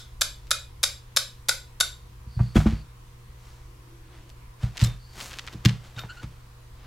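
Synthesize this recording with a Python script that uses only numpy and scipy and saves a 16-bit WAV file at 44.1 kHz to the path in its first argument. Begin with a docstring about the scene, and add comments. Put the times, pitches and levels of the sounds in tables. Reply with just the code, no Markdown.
"""Six ringing hammer taps drive a pin into a hand-held steel shaft; the hammer is then laid on the bench.
The shaft is turned over, set down with thuds, slid, clicked and squeaked across the bench mat.
Hits are noise cracks and decaying steel or bench modes; slides are friction noise, squeaks stick-slip.
A hard surface returns each crack a few ms later; mains hum and a low rumble fill the workshop."""
import sys
import numpy as np
from scipy import signal
from scipy.fft import rfft, irfft
from scipy.io import wavfile
from scipy.ndimage import uniform_filter1d

SR = 44100
rng = np.random.default_rng(int(sys.argv[2]) if len(sys.argv) > 2 else 0)


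def generate_wav(signal):
    """Clip the signal to [-1, 1] and save it as 16-bit WAV at the path in sys.argv[1]."""
    frames = np.transpose(np.atleast_2d(signal))
    scaled = np.clip(frames, -1, 1) * 32767
    pcm = np.round(scaled).astype(np.int16)
    wavfile.write(sys.argv[1], SR, pcm)


N = 302526
LEAD_S = .2  # tracks start this long before zero
BIN_HZ = np.fft.rfftfreq(2048, 1 / SR)


def gain_of(db):
    return 10 ** (np.asarray(db) / 20)


def unit_rms(x):
    return x / np.sqrt(np.mean(x ** 2) + 1e-20)


def curve_at(points, hz):
    point_hz, value = np.transpose(points)
    return np.interp(np.log(hz + 1), np.log(point_hz + 1), value)


def bell_db(hz, centre_hz, octave_drop_db):
    return -octave_drop_db * np.log2((hz + 1) / centre_hz) ** 2


def track(*channels):
    return np.zeros(channels + (N + round(LEAD_S * SR),))


def add(mix, s, sound):
    part = mix[..., round((s + LEAD_S) * SR):][..., :sound.shape[-1]]
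    part += sound[..., :part.shape[-1]]


def narrow_band(noise, hz, width_hz):
    """Two resonators in series; unit rms."""
    r = np.exp(-np.pi * width_hz / SR)
    b, a = [1 - r, 0, r - 1], [1, -2 * r * np.cos(2 * np.pi * hz / SR), r * r]
    return unit_rms(signal.lfilter(b, a, signal.lfilter(b, a, noise)))


def hammer():
    """Each blow cracks and rings the hand-damped steel, detuned by the grip; the head pings."""
    # (time [s], level [dB], head ping [dB]); the first falls before zero
    blows = [(-.1, -13, -36), (0.2107, -12.5, -28), (0.5077, -13, -29), (0.8307, -11, -26),
             (1.164, -10.5, -28.5), (1.4857, -11, -27.5), (1.802, -11.5, -25)]
    # shaft and pin modes: (frequency [Hz], level [dB], t60 before hand damping [s])
    steel_modes = [(590, -3, .12), (1440, -4, .1), (2355, -8, .15), (3320, -8, .07), (3460, -9, .07),
                   (3635, -4, .13), (3850, -3, .06), (4550, -9, .08), (5120, -6, .11), (6220, -7, .07),
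                   (11290, -7, .1), (12880, -12, .1)]
    # hammer head modes: (frequency [Hz], level [dB], t60 [s])
    head_modes = [(7400, 0, .13), (9995, 0, .14)]
    # crack spectrum: (frequency [Hz], density [dB])
    crack_colour = [(180, -37), (380, -29), (620, -24), (1450, -10.5), (2100, -14.5), (2890, -16.5),
                    (3770, -9), (4170, -9), (5020, -8), (7630, -7.5), (8730, -10.5), (11200, -9),
                    (15200, -21.5), (16500, -24.5)]
    echo_db, ring_db, clang_db, clang_width_hz, hand_damping = 10, -32, 8, 150, 1.6
    t = np.arange(round(.3 * SR)) / SR
    head = sum(gain_of(db - 60 * t / t60_s) * np.sin(2 * np.pi * hz * t) for hz, db, t60_s in head_modes)
    steel_hz, steel_db, t60_s = np.transpose(steel_modes)[:, :, None]
    colour = gain_of(curve_at(crack_colour, BIN_HZ) + bell_db(BIN_HZ, 3900, .09))
    ring_envelope = gain_of(ring_db + bell_db(steel_hz, 3900, .09) - 60 * hand_damping * t / t60_s)
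    hits, ringing = [], track()
    for s, db, head_db in blows:
        mode_gain = gain_of(steel_db + rng.normal(0, 2.5, steel_db.shape))
        mode_hz = steel_hz * rng.normal(1, .008, steel_hz.shape)
        clang = (mode_gain / (1 + 2j * (BIN_HZ - mode_hz) / clang_width_hz)).sum(0)
        hits.append((s, db, echo_db, colour * (1 + gain_of(clang_db) * clang)))
        ring = (mode_gain * ring_envelope * np.sin(2 * np.pi * mode_hz * t)).sum(0)
        add(ringing, s, gain_of(db) * ring + gain_of(head_db) * head)
    direct, echo = cracks(hits, decay_ms=5.4, echo_rise_ms=2.26)
    return direct + ringing, echo


def cracks(hits, decay_ms, echo_rise_ms):
    """Contact noise bursts and their smeared, duller reflection: (mono direct, stereo echo)."""
    pad_s, echo_delay_s, echo_cutoff_hz = 128 / SR, .005, 7430
    ms = np.maximum(np.arange(2048) / SR - pad_s, 0) * 1000
    decay = np.exp(-ms / decay_ms) * (ms > 0)
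    swell = ms * np.exp(-ms / echo_rise_ms)
    spread = .55 + BIN_HZ / 16000  # left and right differ more in the treble
    echo_filter = 1 / np.sqrt(1 + spread ** 2 / 2) / (1 + 1j * BIN_HZ / echo_cutoff_hz) ** 2
    direct, echo = track(), track(2)
    for s, db, echo_db, colour in hits:
        spectra = rfft(rng.standard_normal((4, 2048)) * [decay, swell, swell, swell])
        spectra /= np.sqrt(uniform_filter1d(abs(spectra) ** 2, size=30, axis=1))  # whiten
        spectra *= colour / np.sqrt(np.mean(abs(colour) ** 2)) * np.linalg.norm(decay) / 2
        burst, common, sides = spectra[0], spectra[1], spectra[2:]
        reflection = irfft((common + spread * sides) * echo_filter)
        add(direct, s - pad_s, gain_of(db) * irfft(burst))
        add(echo, s - pad_s + echo_delay_s, gain_of(db + echo_db) * reflection)
    return direct, echo


def bench_thuds():
    """Landings shake the bench top: its modes swell, low ones slowest, peak together and die."""
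    # landings: (time [s], peak [dB], place [0 middle, 1 edge], hardness as tilt [dB/octave])
    landings = [(2.263, -28, 0.49, 1), (2.364, -16, 0.16, -3), (2.399, -7.5, 0.18, 2.5),
                (2.555, -3, 0.81, 9.5), (2.577, -7.5, 0.5, 8), (2.657, -6, 1, 9), (2.722, -13, 0.55, 3.5),
                (4.63, -12, 0.17, -1), (4.818, -5, 0.16, 1), (4.862, -18.5, 0.16, 6),
                (5.544, -27, 0.31, 12.5), (5.653, -3.5, 0.2, 10), (5.963, -28.5, 0.0049, -7),
                (6.036, -28, 0.2, 4), (6.232, -24, 0.36, 6)]
    # plate modes: (frequency [Hz], struck mid [dB], struck at edge [dB], t60 [s])
    plate_modes = [(43.2, -3.5, -15, 0.56), (58, 4.5, 19, 0.26), (96.8, -3.5, 4.5, 0.23),
                   (118.8, 21.5, -24.5, 0.21), (152, -6, -1.5, 0.28), (194.5, 11, -45, 0.14),
                   (215.8, -18, 8, 0.13), (309, -15, -5.5, 0.08), (412, -7, 8.5, 0.0082)]
    # contact to common peak: (middle [s], edge [s])
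    peak_delays_s = (0.01286, 0.0157)
    out, t = track(), np.arange(round(.5 * SR)) / SR
    hz, middle_db, edge_db, t60_s = np.transpose(plate_modes)[:, :, None]
    rise_s = .0063 * np.sqrt(100 / hz)
    swell = 1 - np.exp(-(t / rise_s) ** 2)
    for s, db, place, tilt_db in landings:
        mode_db = (1 - place) * middle_db + place * edge_db + tilt_db * np.log2(hz / 120)
        peak_s = np.interp(place, [0, 1], peak_delays_s)
        thud = (gain_of(mode_db - 60 * t / t60_s) * swell * np.cos(2 * np.pi * hz * (t - peak_s))).sum(0)
        add(out, s, gain_of(db) * thud / abs(thud).max())
    return out


def metal_clicks():
    """Metal parts touch: very short, bright cracks."""
    # contacts: (time [s], level [dB], echo re level [dB], centre [Hz])
    contacts = [(0.47, -38, 0, 3230), (4.294, -38.5, 6, 4470), (4.771, -20, 6.5, 3280),
                (4.794, -21.5, 6, 3170), (4.808, -20.5, 9, 3170), (4.82, -19, 2, 4000),
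                (4.84, -19, 9, 5500), (4.864, -29, 7, 4500), (5.204, -21, 4, 2840), (5.311, -27.5, 1, 2590),
                (5.332, -25.5, 3, 2600), (5.387, -17.5, 2.5, 2690), (5.467, -30, 5, 3900),
                (5.476, -19.5, 0, 2000), (5.528, -32.5, 2, 3000), (5.651, -6.5, 7, 2950),
                (5.687, -18, 5.5, 2680), (5.986, -31.5, 13, 3300), (6.231, -35, -2, 3830)]
    hits = [(s, db, echo_db, gain_of(bell_db(BIN_HZ, hz, 5))) for s, db, echo_db, hz in contacts]
    return cracks(hits, decay_ms=.96, echo_rise_ms=1.75)


def tool_clatter():
    """Tools land on the mat: longer, dull cracks."""
    # landings: (time [s], level [dB], echo re level [dB], centre [Hz])
    landings = [(2.393, -26, 1, 560), (2.556, -26, 13.5, 960), (2.657, -29, 8, 690), (2.603, -24, -4, 700),
                (6.036, -31.5, -6, 720)]
    hits = [(s, db, echo_db, gain_of(bell_db(BIN_HZ, hz, 4.5))) for s, db, echo_db, hz in landings]
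    return cracks(hits, decay_ms=6.2, echo_rise_ms=6)


def steel_rings():
    """Struck steel rings briefly after a tap or click, in one or several wavering tones."""
    # (time [s], level [dB], frequency [Hz], t60 [s])
    ring_tones = [(.525, -40.5, 2474, 0.34), (2.562, -22.5, 3340, 0.044), (4.838, -22, 4050, 0.032),
                  (4.837, -28, 8050, .04), (4.84, -28, 7250, 0.066), (4.843, -30.5, 5160, 0.056),
                  (4.84, -42, 11350, 0.13), (4.84, -44, 15000, .1), (4.85, -38.5, 3625, 0.25),
                  (5.964, -45, 3740, 0.16), (5.984, -36.5, 2410, 0.079), (5.988, -51, 13890, 0.18),
                  (5.99, -36.5, 3680, 0.15)]
    out, t = track(), np.arange(round(.2 * SR)) / SR
    fade = np.minimum(t / .0014, 1) * np.minimum((t[-1] - t) / .05, 1)
    for s, db, hz, t60_s in ring_tones:
        waver = 1 + 5 * uniform_filter1d(rng.standard_normal(len(t)), 200)
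        add(out, s, gain_of(db - 60 * t / t60_s) * waver * fade * np.sin(2 * np.pi * hz * t))
    return out


def slides():
    """Grit catches at random: grainy noise, coloured by the mat, swells and fades with each stroke."""
    # slides, hand and sleeve rustle: (peak [s], 20 dB rise [s], 20 dB fall [s], level [dB], treble [dB])
    strokes = [(2.42, 0.13, 0.29, -55, -9), (3.47, 0.2, 0.38, -59, -5), (4.15, 0.13, 0.25, -55.5, -23),
               (4.634, 0.044, 0.096, -43, -12), (4.758, 0.026, 0.053, -46.5, -17),
               (4.823, 0.055, 0.1, -37, -8), (5.18, 0.061, 0.13, -45.5, -9), (5.22, 0.093, 0.22, -44.5, 0),
               (5.33, 0.21, 0.18, -47.5, -15), (5.452, 0.035, 0.39, -51.5, -13),
               (5.534, 0.022, 0.023, -45.5, -10), (5.85, 0.085, 0.2, -53, -10),
               (5.985, 0.043, 0.11, -43.5, -13.5), (6.14, 0.2, 0.5, -55.5, -10),
               (6.24, 0.029, 0.02, -42.5, -20), (6.86, 0.17, .1, -53, -30)]
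    # loose bits rattling after hard landings: (peak [s], level [dB], treble [dB])
    rattles = [(2.558, -35, -6.5), (2.666, -38.5, -18), (4.836, -41.5, -16), (5.651, -38, -13.5)]
    # mat friction spectrum: (frequency [Hz], density [dB])
    mat_colour = [(290, -3.5), (600, -5), (1090, -3.5), (1500, -5.5), (4000, -10), (7300, -17),
                  (8700, -22.5), (16000, -31.5)]
    size, split_hz, rattle_rise_s, rattle_fall_s = len(track()), 5500, .012, .14
    t, hz = np.arange(size) / SR - LEAD_S, np.fft.rfftfreq(size, 1 / SR)
    grain_db = 4.4 * np.minimum(rng.exponential(1, size), 5)
    grit = rfft(rng.standard_normal(size) * gain_of(grain_db)) * gain_of(curve_at(mat_colour, hz))
    low = unit_rms(irfft(grit / (1 + (hz / split_hz) ** 4), size))
    high = unit_rms(irfft(grit / (1 + (split_hz / (hz + 1)) ** 4), size))
    shakes = [(s, rattle_rise_s, rattle_fall_s, db, treble_db) for s, db, treble_db in rattles]
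    power = np.zeros((2, size))
    for s, rise_s, fall_s, db, treble_db in strokes + shakes:
        drop_db = 20 * np.maximum((s - t) / rise_s, (t - s) / fall_s)
        near = drop_db < 40
        power[:, near] += gain_of([[db], [db + treble_db]] - drop_db[near]) ** 2
    return (np.sqrt(power) * [low, high]).sum(0)


def squeaks():
    """Rubbery stick-slip: a harmonic stack at a gliding, unsteady pitch."""
    # slips: (time [s], length [s], level [dB], start [Hz], end [Hz])
    slips = [(5.975, 0.039, -38.5, 1528, 1260), (6.086, 0.055, -39, 1408, 1530),
             (6.164, 0.037, -45.5, 1357, 1470), (6.191, 0.03, -45, 1440, 1490)]
    # harmonics 1-5: (level [dB])
    harmonics_db = [-2, -9, -11.5, -29, -20]
    out, rise_share = track(), .29
    for s, length_s, db, start_hz, end_hz in slips:
        progress = np.arange(0, length_s, 1 / SR) / length_s
        wobble = 1 + .31 * uniform_filter1d(rng.standard_normal(len(progress)), 60)
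        phase = 2 * np.pi * np.cumsum((start_hz + (end_hz - start_hz) * progress) * wobble) / SR
        swell = np.sin(np.pi * np.interp(progress, [0, rise_share, 1], [0, .5, 1]))
        stack = sum(gain * swell ** (1.4 + 1.1 * k) * np.cos((k + 1) * phase)
                    for k, gain in enumerate(gain_of(harmonics_db)))
        add(out, s, np.sqrt(2) * gain_of(db) * stack)
    return out


def drags():
    """Heavy steel dragged over the mat: friction noise sings in narrow bands."""
    # pulls: (time [s], length [s], level [dB])
    pulls = [(2.258, 0.33, -61), (2.72, 0.13, -63), (4.96, 0.26, -62.5)]
    # steel resonances: (centre [Hz], width [Hz], level [dB])
    bands = [(4540, 460, 1.5), (8600, 310, -13)]
    out = track()
    for s, length_s, db in pulls:
        noise = rng.standard_normal(round(length_s * SR))
        song = sum(gain_of(band_db) * narrow_band(noise, hz, width_hz) for hz, width_hz, band_db in bands)
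        add(out, s, gain_of(db) * song * signal.windows.tukey(len(noise), .55))
    return out


def rasp_and_drone():
    """Two swells of narrow noise: a high rasp as the shaft lands, and a low fuzzy drone."""
    # each: (time [s], length [s], level [dB], centre [Hz], width [Hz])
    rasp = (5.648, 0.02, -43, 14500, 700)
    drone = (3.5, 1, -61.5, 326, 70)
    out = track()
    for s, length_s, db, hz, width_hz in (rasp, drone):
        band = narrow_band(rng.standard_normal(round(length_s * SR)), hz, width_hz)
        add(out, s, gain_of(db) * band * signal.windows.tukey(len(band), .5))
    return out


def shop_reverb(x):
    """Stereo reflections: sparse taps of random sign, each band dying at its own rate."""
    # room decay: (frequency [Hz], t60 [s])
    decay_times = [(300, 0.39), (1000, 0.23), (3000, 0.33), (7000, 0.27), (14000, 0.29)]
    taps = np.zeros((2, SR // 2))
    slots = np.arange(400, SR // 2 - 16, 16)
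    arrivals = slots + rng.integers(0, 16, (2, len(slots)))
    np.put_along_axis(taps, arrivals, rng.choice([-1., 1.], arrivals.shape), 1)
    hz, t, spectra = signal.stft(taps, SR, nperseg=256)
    coherence = np.clip(.85 - hz / 18000, 0, 1)[:, None]
    spectra[1] = coherence * spectra[0] + np.sqrt(1 - coherence ** 2) * spectra[1]
    spectra *= gain_of(-60 * t / curve_at(decay_times, hz)[:, None])
    tail = signal.istft(spectra, SR, nperseg=256)[1]
    return signal.fftconvolve(x[None], tail / np.linalg.norm(tail[0]), axes=1)[:, :len(x)]


def mains_hum():
    """Mains harmonics, each wavering slightly in level."""
    # tones: (frequency [Hz], rms level [dB])
    tones = [(119.5, -52), (360, -72.5), (479.5, -71)]
    hz, db = np.transpose(tones)[:, :, None]
    waver_db = .24 * unit_rms(uniform_filter1d(rng.standard_normal((len(tones), N)), 6000, 1))
    return np.sqrt(2) * (gain_of(db + waver_db) * np.sin(2 * np.pi * hz * np.arange(N) / SR)).sum(0)


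def shop_air():
    """Faint, mildly patchy noise over a low rumble that eases off."""
    # background spectrum: (frequency [Hz], density [dB])
    air_colour = [(12, -63.5), (20, -3.5), (58, 7.5), (91, -17), (124, -11.5), (174, -17), (351, -22.5),
                  (440, -25), (479, -21.5), (583, -25.5), (860, -24.5), (994, -17), (1140, -22),
                  (1510, -26), (14700, -39), (16500, -43)]
    # left-right likeness: (frequency [Hz], coherence [0-1])
    likeness = [(60, 1), (180, 0.81), (400, 0.059), (1650, 0.069), (5000, 0.069), (15000, 0.1)]
    # rumble below 100 Hz: (time [s], relative level [dB])
    rumble = [(0.0, -46.5), (2.81, -51.5), (6.86, -51)]
    frames, rms_db = N // 512 + 5, -47.5
    draws = rng.standard_normal((frames, len(BIN_HZ), 5)).T
    left, independent = draws[:2] + 1j * draws[2:4]
    patches_db = 1.2 * unit_rms(uniform_filter1d(uniform_filter1d(draws[4], 20, 0), 10, 1))
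    coherence = curve_at(likeness, BIN_HZ)[:, None]
    right = coherence * left + np.sqrt(1 - coherence ** 2) * independent
    spectra = np.array([left, right]) * gain_of(curve_at(air_colour, BIN_HZ)[:, None] + patches_db)
    rumble_db = np.interp(np.arange(frames) * 512 / SR, *np.transpose(rumble))
    spectra[:, BIN_HZ < 100] *= gain_of(rumble_db - rumble_db.mean())
    return gain_of(rms_db) * unit_rms(signal.istft(spectra, nperseg=2048, noverlap=1536)[1][:, :N])


def scene():
    """Stereo mix of direct sounds, echoes, reverb and background."""
    blows, blow_echo = hammer()
    clicks, click_echo = metal_clicks()
    clatter, clatter_echo = tool_clatter()
    handling = clicks + clatter + steel_rings() + slides() + squeaks() + drags() + rasp_and_drone()
    handling_echo = click_echo + clatter_echo
    thuds = bench_thuds()
    # blows in the open air fill the shop more than sounds down on the bench
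    send = gain_of(-6.5) * (blows + blow_echo.mean(0)) + gain_of(-15) * (handling + handling_echo.mean(0))
    mix = (blows + handling) * gain_of([[.3], [-.3]]) + blow_echo + handling_echo + shop_reverb(send)
    mix += thuds * gain_of([[-.12], [.12]]) + gain_of(-19.5) * shop_reverb(thuds)
    return mix[:, -N:] + mains_hum() + shop_air()


def record(dry):
    """Low-pass at 16.1 kHz."""
    return signal.oaconvolve(dry, signal.firwin(511, 16100, window=("kaiser", 9), fs=SR)[None], "same")


dry = scene()
out = record(dry)
generate_wav(out)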